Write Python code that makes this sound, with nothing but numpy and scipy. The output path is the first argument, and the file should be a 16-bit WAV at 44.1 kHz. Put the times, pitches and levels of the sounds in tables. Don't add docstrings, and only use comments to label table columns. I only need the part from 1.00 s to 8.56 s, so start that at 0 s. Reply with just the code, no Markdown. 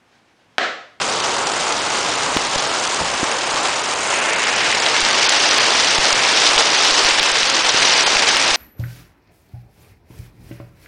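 import sys
import numpy as np
from scipy import signal
from scipy.fft import rfft, irfft, next_fast_len
from scipy.io import wavfile
from scipy.ndimage import uniform_filter1d, minimum_filter1d, map_coordinates

SR = 44100
rng = np.random.default_rng(int(sys.argv[2]) if len(sys.argv) > 2 else 0)


def materialize(psi):
    bounded = np.clip(np.atleast_2d(psi).T, -1, 1)
    quanta = np.round(bounded * 32767).astype(np.int16)
    wavfile.write(sys.argv[1], SR, quanta)


def nominal_scale(level):
    x = np.asarray(level, float) / 20
    return 10 ** x


N = 333396


def unit(x):
    return x / np.sqrt(np.mean(x ** 2) + 1e-20)


def curves(rows):
    s, *columns = np.transpose(rows)
    return [np.interp(np.arange(N) / SR, s, column) for column in columns]


def filtered(x, response):
    size = next_fast_len(N + 8192)
    gain = response(np.fft.rfftfreq(size, 1 / SR))
    return irfft(rfft(x, size) * gain, size)[..., :N]


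def coloured(x, spectrum):
    points = [(1, -120)] + list(spectrum) + [(SR / 2, -120)]
    f, db = np.transpose(points)
    return unit(filtered(x, lambda hz: nominal_scale(np.interp(np.log(hz + 1), np.log(f + 1), db))))


def wobble(rate):
    points = rng.standard_normal(int(N * rate / SR) + 4)
    return map_coordinates(points, [np.arange(N) * rate / SR])


def add(track, s, sound):
    part = track[round(s * SR):][:len(sound)]
    part += sound[:len(part)]


def opening(s, clears_s, over_s):
    return (1 + np.tanh((s - clears_s) / over_s)) / 2


# pitch_hz, level_db (per Hz)
RUMBLE_TONE = [(12, -33), (25, -13.5), (45, -19), (64, -10), (86, -16), (128, -6), (175, -8), (250, -4.5),
               (330, -32.5)]
# start_s, level_db
WIND_STRENGTH = [(0.0, -39), (0.17, -40.5), (1.89, -40), (2.63, -41.5), (5.16, -40), (6.36, -43.5),
                 (6.89, -40.5), (7.24, -40), (7.56, -42.5)]


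def rumble():
    strength_db = curves(WIND_STRENGTH)[0] - 0.75 + 1.0 * wobble(5.1)
    return nominal_scale(strength_db) * coloured(rng.standard_normal(N), RUMBLE_TONE)


# start_s, peak_db
BIAS_JUMPS = [(1.363, -33), (1.559, -27), (2.537, -38.5), (4.002, -43), (4.026, -25.5), (4.986, -22),
              (5.128, -28), (5.49, -36), (5.562, -26), (5.6, -37), (5.908, -34), (5.92, -31), (6.031, -39),
              (6.049, -26.5), (6.12, -32), (6.2, -30), (6.32, -33), (6.431, -33), (6.65, -37),
              (6.809, -36.5), (7.07, -37), (7.161, -28.5), (7.35, -37.5), (7.515, -30.5)]


def bias():
    out, t = np.zeros(N), np.arange(SR // 5) / SR
    jump = (1 - np.exp(-t / .0015)) * np.exp(-t / .011)
    jump -= .1 * (1 - np.exp(-t / .02)) * np.exp(-t / .05)
    for s, db in BIAS_JUMPS:
        add(out, s, nominal_scale(db + 3) * jump)
    return out


# start_s, peak_db, pitch_hz, direction (-1 or 1), fall_by_60_db_s
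FINGER_KNOCKS = [
    (1.3648, -11.5, 314, -1, 0.018),
    (1.371, -12, 1000, 1, 0.0057),
    (1.5596, -12.5, 600, -1, 0.008),
    (2.004, -44, 65, -1, 0.86),
    (2.01, -30, 162, -1, 0.19),
    (2.018, -9, 690, 1, 0.0046),
    (2.2303, -12.5, 296, -1, 0.016),
    (4.9849, -10.5, 493, -1, 0.0037),
    (6.745, -14.5, 353, 1, .007),
]


def knocks():
    out, t = np.zeros(N), np.arange(SR // 2) / SR
    for s, db, hz, sign, t60 in FINGER_KNOCKS:
        ring = sign * nominal_scale(db + 7.0 - 60 * t / t60) * np.sin(2 * np.pi * hz * t)
        thin_shell = signal.butter(1, 0.18 * hz, "high", fs=SR)
        add(out, s, signal.lfilter(*thin_shell, ring))
    return out


# start_s, pitch_hz, extra_level_db
CLOSE_DROPS = [
    (1.371, 2900, .5),
    (4.584, 3300, 2.5),
    (5.8536, 3900, 2),
    (6.0488, 3500, 0),
    (6.1997, 3700, 1),
    (6.2301, 3300, 2.5),
    (7.3681, 2900, 1),
]


def smacks():
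    out, lead = np.zeros(N), .002
    t = np.arange(SR // 200) / SR - lead
    for s, hz, over_db in CLOSE_DROPS:
        cycle = np.sin(2 * np.pi * hz * t) * np.exp(-(t * hz / .42) ** 2)
        add(out, s - lead, nominal_scale(6 + over_db) * cycle)
    return out


def strays(count):
    when, size, pitch = rng.random((count, 3)).T
    s = .01 + when * (N / SR - .02)
    db = -16.5 - 3 * np.log(0.42 + size) + 7.5 * opening(s, 3.3, .3)
    hz = 5280 * 2 ** (0.27 * (3 * pitch - 2))
    return list(zip(s, db, hz))


# start_s, peak_db, pitch_hz
NEAR_DROPS = [(0.4714, -7, 6100), (0.6027, -8, 5340), (0.7238, -5.5, 7310), (0.9857, -8, 4590),
              (1.581, -6.5, 5000), (1.5852, -6.5, 4500), (1.5957, -4.5, 5560), (2.5604, -7, 3480),
              (1.8753, -5.5, 4960), (2.6573, -6, 3490), (3.8638, -.3, 3100), (3.9657, -1.2, 2850),
              (4.0057, -4.5, 8050), (4.05, -.5, 4870), (4.11, -.5, 4210), (4.294, -.5, 6240),
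              (5.0545, -1.2, 4730), (5.1283, .5, 4700), (5.4908, .3, 3500), (5.5795, .3, 3220),
              (5.908, .3, 3580), (6.1088, .2, 2590), (6.1956, .5, 4300), (6.3173, -3.2, 6970),
              (6.4318, -1.5, 3430), (6.6531, -.5, 3130), (6.811, -2.5, 3820), (7.1587, -2.5, 4540),
              (7.1694, -1.5, 2380)]


def splats():
    out, lead = np.zeros(N), .002
    t = np.arange(SR // 30) / SR - lead
    for s, db, hz in NEAR_DROPS + strays(count=65):
        decay_s = .002 * np.exp(0.43 * rng.standard_normal())
        tick = np.sin(2 * np.pi * hz * t) * np.exp(-(t * hz / 0.96) ** 2)
        band = signal.butter(2, [0.54 * hz, min(1.35 * hz, 12000)], "band", fs=SR)
        splash = unit(signal.lfilter(*band, rng.standard_normal(len(t))))
        fall = np.exp(-np.abs(t) / np.where(t < 0, .0004, decay_s))
        add(out, s - lead, nominal_scale(db) * (0.8 * tick + 0.26 * splash * fall))
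    return out


def bursts(count, spread_db, decay):
    when, size = rng.random((count, 2)).T
    kick_power = nominal_scale(-2 * spread_db * np.log(0.065 + size))
    kicks = np.bincount((when * (N - 1)).astype(int), kick_power, N)
    t = np.arange(SR // 20) / SR
    power = np.abs(signal.fftconvolve(kicks, np.exp(-t / decay))[:N])
    return power / uniform_filter1d(power, size=6000)


# start_s, level_db
SHOWER_SWELL = [(0, 0.3), (.5, -0.3), (1, -0.16), (1.5, .1), (2, -.3), (2.5, -0.06), (3, -0.8),
                (3.5, -0.75), (4, -0.2), (4.5, .3), (5, 0), (5.4, 1.1), (5.8, 0.4), (6.1, 0.2),
                (6.45, -1.6), (6.85, 1.5), (7.2, 0.1), (7.56, 0.5)]
# middle_s, level_db, half_length_s
GUSTS = [(0.617, 1, .012), (0.958, 1.5, 0.047), (1.48, -1.3, .02), (1.594, 1.5, 0.017), (2.566, 0, 0.017),
         (2.598, -2, 0.014), (2.651, 1.5, 0.022), (2.873, 0, 0.025), (3.12, 1, 0.045), (3.482, 1.5, 0.009),
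         (5.073, 0.5, 0.047), (5.152, -1, .03), (5.22, -1.5, 0.012), (5.399, 0, .015), (5.468, 3, 0.0087),
         (5.597, 3.5, .015), (5.667, -1, 0.086), (6.095, 1, .03), (6.4, 0.5, 0.056), (6.63, -4.5, .012),
         (6.695, 1.5, 0.0093), (6.729, -3.5, 0.017), (7.052, -3.5, 0.0064), (7.075, 4, 0.008),
         (7.104, -1, .015), (7.238, 4.5, 0.014), (7.249, -3, 0.031), (7.287, 2.5, 0.018),
         (7.319, -1.5, 0.012), (7.45, 0, 0.033)]
# behind_frame_db, in_open_db, clears_frame_s, clearing_time_s, shadow_db,
# follows_shower (dB per dB)
RAIN_LAYERS = [
    (-23, -22, 3.0, 0.16, 0.5, 1.17),
    (-27, -20.5, 3.29, 0.15, 4, 0.82),
    (-25.5, -17.5, 3.66, 0.56, -4, 1.25),
    (-30, -28, 3.9, 0.27, 2.6, 1.05),
]


def levels():
    s = np.arange(N) / SR
    coarse = s[::44]
    gust_db = sum(db * np.exp(-((coarse - at) / half) ** 2) for at, db, half in GUSTS)
    fall_db = curves(SHOWER_SWELL)[0] + np.interp(s, coarse, gust_db)
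    shadow = np.exp(-((s - 3.18) / .22) ** 2)
    out = []
    for hid_db, open_db, clears_s, over_s, shade_db, follows in RAIN_LAYERS:
        view_db = hid_db + (open_db - hid_db) * opening(s, clears_s, over_s)
        out.append(view_db + shade_db * shadow + follows * fall_db + 0.59 * wobble(7))
    return out


# pitch_hz, level_db (per Hz)
DRUM_TONE = [(150, -51), (260, -8), (420, -3), (540, -1.5), (700, -1), (860, 1), (1050, 0), (1300, -1.5),
             (1650, -7.5), (2300, -36.5)]
PATTER_TONE = [(900, -42.5), (1350, -4.5), (1600, -1), (2100, 0.5), (2700, -0.5), (3600, -12)]
HISS_TONE = [(2000, -28.5), (2900, -1.5), (3500, -1.5), (4300, -2), (5300, -1.5), (6200, -4.5), (8000, -36)]
SPRAY_TONE = [(4600, -53.5), (6000, -2.5), (6800, 2.5), (8000, -3), (9200, -6.5), (10100, -13.5),
              (13000, -39)]


def rain():
    spatter = bursts(count=1100, spread_db=0.5, decay=0.0027)
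    ticks = bursts(count=1500, spread_db=9.5, decay=0.00031)
    shares = [(0.14, 0.043, 0.043), (0.22, 0.028, 0.014), (0.32, 0.061, 0.16), (0.24, 0.11, 0.24)]
    tones = [DRUM_TONE, PATTER_TONE, HISS_TONE, SPRAY_TONE]
    out = np.zeros(N)
    for db, tone, (near, sharp, own) in zip(levels(), tones, shares):
        own_drops = bursts(count=900, spread_db=0.0, decay=0.0014)
        wash = 1 - near - sharp - own
        power = wash + near * spatter + sharp * ticks + own * own_drops
        sheet = coloured(np.sqrt(power) * rng.standard_normal(N), tone)
        out += nominal_scale(db + 0.42 * wobble(25)) * sheet
    return out / (1 + np.abs(out / .85) ** 4) ** .25


def scene():
    shift = bias()
    duck_db = -70 * np.maximum(shift, 0)
    air = rumble() + smacks() + splats() + rain() * nominal_scale(duck_db)
    return (air + knocks() + shift)[None]


# middle_s, half_length_s, up_to_hz
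TREBLE_GAPS = [
    (3.36, .008, 9500),
    (3.81, .012, 6500),
    (5.11, .012, 6100),
    (6.795, .008, 6500),
    (7.056, .015, 7500),
]


def starved(x, margin_db, depth_db, from_hz, whim_db):
    hz, s, z = signal.stft(x, SR, nperseg=256)
    power = uniform_filter1d(np.abs(z[:126]) ** 2, size=3, axis=1) + 1e-14
    band = power.reshape(42, 3, -1).mean(axis=1)
    band_hz = hz[:126:3, None]
    nearby = -minimum_filter1d(-uniform_filter1d(band, size=3, axis=0), size=11, axis=1)
    whim = rng.standard_normal((42, band.shape[1] // 3 + 1))
    whim = np.repeat(whim, 3, axis=1)[:, :band.shape[1]]
    whim = (whim + np.roll(whim, 1, axis=0) + .5 * whim[:1]) / 1.5
    slack_db = .6 * np.maximum(band_hz - from_hz, 0) / 1000
    gap_db = 9 * sum((np.abs(s - at) < half) & (band_hz < top_hz) for at, half, top_hz in TREBLE_GAPS)
    empty = band < nearby * nominal_scale(2 * (whim_db * whim + gap_db - margin_db - slack_db))
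    empty = np.repeat(empty, 3, axis=0) & (hz[:126, None] > from_hz)
    z[:126] *= np.where(empty, nominal_scale(depth_db), 1)
    return signal.istft(z, SR, nperseg=256)[1][:N]


def roll_off(x):
    return signal.sosfilt(signal.butter(12, 10200, fs=SR, output="sos"), x)


def record(dry):
    x = dry[0] / (1 + np.abs(dry[0] / 1.12) ** 6) ** (1 / 6)
    x = starved(x, margin_db=6.5, depth_db=-28, from_hz=5100, whim_db=3.5)
    x = filtered(x, lambda hz: hz < 10120)
    mix = np.clip(x, -1, 1)[None]
    return roll_off(mix)


dry = scene()
out = record(dry)
materialize(out)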